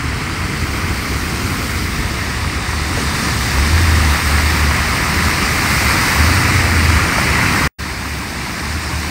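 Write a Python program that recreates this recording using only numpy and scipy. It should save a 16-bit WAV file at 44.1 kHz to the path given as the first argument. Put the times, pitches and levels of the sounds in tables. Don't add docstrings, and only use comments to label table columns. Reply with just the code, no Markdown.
import sys
import numpy as np
from scipy import signal
from scipy.fft import rfft, irfft, next_fast_len
from scipy.io import wavfile
from scipy.ndimage import uniform_filter1d, map_coordinates

SR = 44100
rng = np.random.default_rng(int(sys.argv[2]) if len(sys.argv) > 2 else 0)


def int16_out(signal):
    q = np.round(np.clip(np.atleast_2d(signal).T, -1, 1) * 32767)
    wavfile.write(sys.argv[1], SR, q.astype(np.int16))


N = 401310
TIME = np.arange(N) / SR
BREAK_S = 7.74


# f/Hz, relative level/dB
SEDAN_WASH = [(240, -33), (400, -4), (586, -16), (631, -12), (719, -9), (850, -8), (996, -4.5),
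              (1320, -1.5), (1470, -3.5), (1710, -4.5), (2120, 0), (2530, -5.5), (2930, -9.5), (3190, -9.5),
              (3700, -22), (4810, -51), (8140, -120)]
VAN_WASH = [(260, -38), (450, -10.5), (652, -9.5), (750, -4.5), (872, -5.5), (969, -1), (1130, -1.5),
            (1230, 0), (1520, -4.5), (1750, 1), (2030, 1), (3020, -8), (3240, -13), (3700, -8.5),
            (4810, -34), (8140, -120)]
PICKUP_WASH = [(280, -40), (480, -11), (578, -10.5), (1220, -2), (1600, -3.5), (2030, 1), (2510, -3.5),
               (3300, -16), (4290, -50), (7260, -120)]
FAR_CAR_WASH = [(280, -48), (480, -21), (673, -8), (726, -9.5), (1080, -4.5), (1440, -7.5), (1730, -4),
                (2320, -4.5), (3040, -13.5), (3280, -20.5), (3600, -14.5), (4680, -40), (7920, -120)]
# start t/s, end t/s
HANDOVERS = [(1.9, 1.94), (3.8, 6), (7.68, 7.78)]

def wash(gain):
    bubbles = water_resonances(count=16000, centre_hz=1600, spread=.45, cycles=6, scatter_db=2.6, rise=.12)
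    water = turbulence(patchy_db=.7) + amp(-13) * bubbles
    rush = unit(coloured(water, SEDAN_WASH))
    for (start, end), spectrum in zip(HANDOVERS, [VAN_WASH, PICKUP_WASH, FAR_CAR_WASH]):
        share = np.interp(TIME, [start, end], [0, 1])
        rush = (1 - share) * rush + share * unit(coloured(water, spectrum))
    return rush * gain * amp(.25 * wobble(22))


# f/Hz, relative level/dB
PATTER_SPECTRUM = [(2200, -23), (3250, -10.5), (3750, -3.5), (4650, 0.5), (5500, -2), (6500, -7),
                   (7400, -7.5), (8700, -5), (10000, -12.5), (11200, -23), (14000, -37)]
MIST_SPECTRUM = [(8000, -40), (10300, -5), (11500, -3.5), (12500, -.5), (13400, 2.5), (14700, -1),
                 (15700, 1.5), (16500, -60)]

def spray(patter_gain, mist_gain):
    drops = water_resonances(count=19000, centre_hz=8000, spread=.4, cycles=2.5, scatter_db=3, rise=.05)
    patter = unit(coloured(turbulence(patchy_db=1.02) + amp(-12.5) * drops, PATTER_SPECTRUM))
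    mist = unit(coloured(turbulence(patchy_db=1.3) + amp(-15) * drops[::-1], MIST_SPECTRUM))
    drift = amp(.6 * wobble(8))
    return (patter * patter_gain + mist * mist_gain * drift) * amp(.22 * wobble(18))


# multiple of the firing rate, level/dB relative to the boom at resonance
CAR_ORDERS = [(2 / 3, -25), (2, -17), (3, -24), (3.5, -25), (4, -26)]
TRUCK_ORDERS = [(2 / 3, -24), (4 / 3, -10), (8 / 3, -16), (3, -24), (10 / 3, -20), (4, -26)]
# start, top, end t/s; start, top, end firing f/Hz; level/dB at resonance; engine
THROTTLE_PRESSES = [(3.556, 3.796, 4.16, 66, 85.4, 70.3, -12.5, "car"),
                    (4.22, 4.433, 4.75, 72, 76.95, 72.7, -16.5, "car"),
                    (4.917, 5.248, 5.45, 76.6, 83.1, 79.6, -29.5, "car"),
                    (6.158, 6.414, 7.01, 72, 94.1, 76.2, -14.5, "truck"),
                    (7.806, 7.95, 8.2, 71, 72, 72.8, -26, "car"),
                    (8.58, 8.898, 9.4, 75, 76.8, 75, -25.5, "car")]

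def exhaust(start, top, end, start_hz, top_hz, end_hz, db, engine):
    pipe_hz, bandwidth_hz = 78.3, 18
    attack_s, release_s, flywheel_s = .09, .079, .14
    roughness = .07
    firing_hz = np.interp(TIME, [start, top, end], [start_hz, top_hz, end_hz])
    firing_hz = uniform_filter1d(firing_hz, int(flywheel_s * SR))
    phase = 2 * np.pi * np.cumsum(firing_hz) / SR
    detuning = 2 * (firing_hz - pipe_hz) / bandwidth_hz
    note = np.sin(phase + roughness * wobble(18)) / np.hypot(1, detuning)
    for order, order_db in TRUCK_ORDERS if engine == "truck" else CAR_ORDERS:
        note += amp(order_db + 1.1 * wobble(8.1)) * np.sin(order * phase + .5 * wobble(10))
    throttle = np.clip(.5 + np.minimum((TIME - start) / attack_s, (end - TIME) / release_s), 0, 1)
    return np.sqrt(2) * note * amp(db) * throttle * (1 + roughness * wobble(30))


# f/Hz, level/dB, T60/s
HOLLOW_MODES = [(300, -4, .04), (480, 0, .05), (570, -2, .04), (700, -4, .035), (1040, -5, .03)]
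# t/s, level/dB, pitch factor
ROAD_KNOCKS = [(2.974, -12.5, 1), (7.182, -10, 1.9)]

def knock(start, db, pitch):
    age = np.maximum(TIME - start, 0)
    ring = sum(amp(level - 60 * pitch * age / t60) * np.sin(2 * np.pi * hz * pitch * age)
               for hz, level, t60 in HOLLOW_MODES)
    puff = unit(filtered(rng.standard_normal(N), lambda hz: 1 / (1 + (hz / (1000 * pitch)) ** 4)))
    attack = 1 - np.exp(-age / .0015)
    return amp(db) * (ring + .7 * puff * amp(-60 * age / .05)) * attack


# nearest t/s, approach t/s, retreat t/s; roar, wash, patter, mist level/dB
VEHICLE_PASSES = [(1.55, 1.1, 0.86, -29, -33, -31, -39), (3.25, 0.45, 1.36, -27, -26, -27, -39),
                  (4.2, .6, 1.87, -30, -21, -29, -37), (6.1, 0.94, 0.58, -27, -19, -23.5, -32.9),
                  (7.5, 1.15, 1.2, -22, -17.5, -26, -37), (9.1, 0.77, 0.66, -33.5, -30, -32.5, -47.5)]
DISTANCE_EXPONENTS = (1.26, 1.68, 1.64, 2.5)
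# roar, wash, patter, mist level/dB
BUSY_STREET = (-27, -25, -34.5, -52)
CALM_STREET = (-28.5, -27, -33, -44.5)

def passing_gains():
    busy = TIME < BREAK_S
    column = lambda values: np.array(values)[:, None]
    power = amp(np.where(busy, column(BUSY_STREET), column(CALM_STREET))) ** 2
    for nearest, approach, retreat, *levels_db in VEHICLE_PASSES:
        time_scale = np.where(TIME < nearest, approach, retreat)
        distance = np.hypot(1, (TIME - nearest) / time_scale)
        gains = amp(column(levels_db)) / distance ** column(DISTANCE_EXPONENTS)
        audible = busy == (nearest < BREAK_S)
        power += audible * gains ** 2
    return np.sqrt(power)


# f/Hz, relative level/dB
DRONE_SPECTRUM = [(15, -49), (28, -24), (40, -7), (55, -6), (70, 2.5), (90, -2), (115, -8), (170, -28),
                  (300, -63)]
ROAR_SPECTRUM = [(60, -34), (110, 1), (150, 0.5), (190, -1), (240, -2.5), (300, -4), (360, -7.5),
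                 (450, -12), (600, -19.5), (800, -19.5), (1300, -79)]

def traffic_rumble(roar_gain):
    drone = unit(coloured(rng.standard_normal(N), DRONE_SPECTRUM))
    roar = unit(coloured(rng.standard_normal(N), ROAR_SPECTRUM))
    drone_db = np.where(TIME < BREAK_S, -22, -29.5)
    return drone * amp(drone_db) + roar * roar_gain * amp(.7 * wobble(9))


def turbulence(patchy_db):
    spectra = signal.stft(rng.standard_normal((2, N)), nperseg=512)[2]
    patches = uniform_filter1d(rng.standard_normal(spectra.shape[1:]), size=6, axis=0)
    patches = unit(uniform_filter1d(patches, size=9, axis=1))
    return unit(signal.istft(spectra * amp(patchy_db * patches), nperseg=512)[1][:, :N])


def water_resonances(count, centre_hz, spread, cycles, scatter_db, rise):
    when, size = rng.random(count), rng.exponential(size=count)
    hz = np.clip(centre_hz * np.exp(spread * rng.standard_normal(count)), 300, SR / 3)[:, None]
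    age = hz * np.arange(256) / SR / cycles
    ring = np.sin(2 * np.pi * cycles * age * (1 + rise * np.minimum(age, 1))) * np.exp(-np.pi * age)
    ring *= amp(scatter_db * np.minimum(size, np.log(100)))[:, None]
    samples = (when * 2 * N).astype(int)[:, None] + np.arange(256)
    return unit(np.bincount(samples.ravel(), ring.ravel(), 2 * N)[:2 * N].reshape(2, N))


def wobble(rate):
    coarse = TIME[::100]
    curve = map_coordinates(rng.standard_normal(2048), [coarse * rate], mode="mirror")
    return np.interp(TIME, coarse, curve)


def coloured(x, spectrum):
    f, db = np.transpose(spectrum)
    return filtered(x, lambda hz: amp(np.interp(np.log(hz + 1), np.log(f), db, left=-120)))


def filtered(x, response):
    size = next_fast_len(N + 8192)
    return irfft(rfft(x, size) * response(np.fft.rfftfreq(size, 1 / SR)), size)[..., :N]


def amp(db):
    return 10 ** (np.asarray(db) / 20)


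def unit(x):
    return x / np.sqrt(np.mean(x ** 2) + 1e-20)


# f/Hz, side level/dB relative to mid
SIDE_SPECTRUM = [(4000, -70), (8300, -36), (9400, -10), (15000, -7.5)]

def scene():
    roar_gain, wash_gain, patter_gain, mist_gain = passing_gains()
    water, second_stream = wash(wash_gain) + spray(patter_gain, mist_gain)
    engines = sum(exhaust(*press) for press in THROTTLE_PRESSES)
    rumble = traffic_rumble(roar_gain)
    knocks = sum(knock(*blow) for blow in ROAD_KNOCKS)
    mid = water + engines + knocks + rumble
    side = coloured(second_stream, SIDE_SPECTRUM)
    return np.array([mid + side, mid - side])


# off t/s, returning t/s, fully back t/s
DROPOUT = (7.6755, 7.784, 7.797)

def record(dry):
    ceiling, cutoff_hz = .95, 15750
    off, back, full = DROPOUT
    rounded = dry / (1 + np.abs(dry / ceiling) ** 10) ** (1 / 10)
    dying = amp(-31 - 800 * np.maximum(TIME - off, 0))
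    gate = np.where(TIME < off, 1, dying + np.interp(TIME, [back, full], [0, 1]))
    return filtered(rounded * gate, lambda hz: hz < cutoff_hz)


dry = scene()
out = record(dry)
int16_out(out)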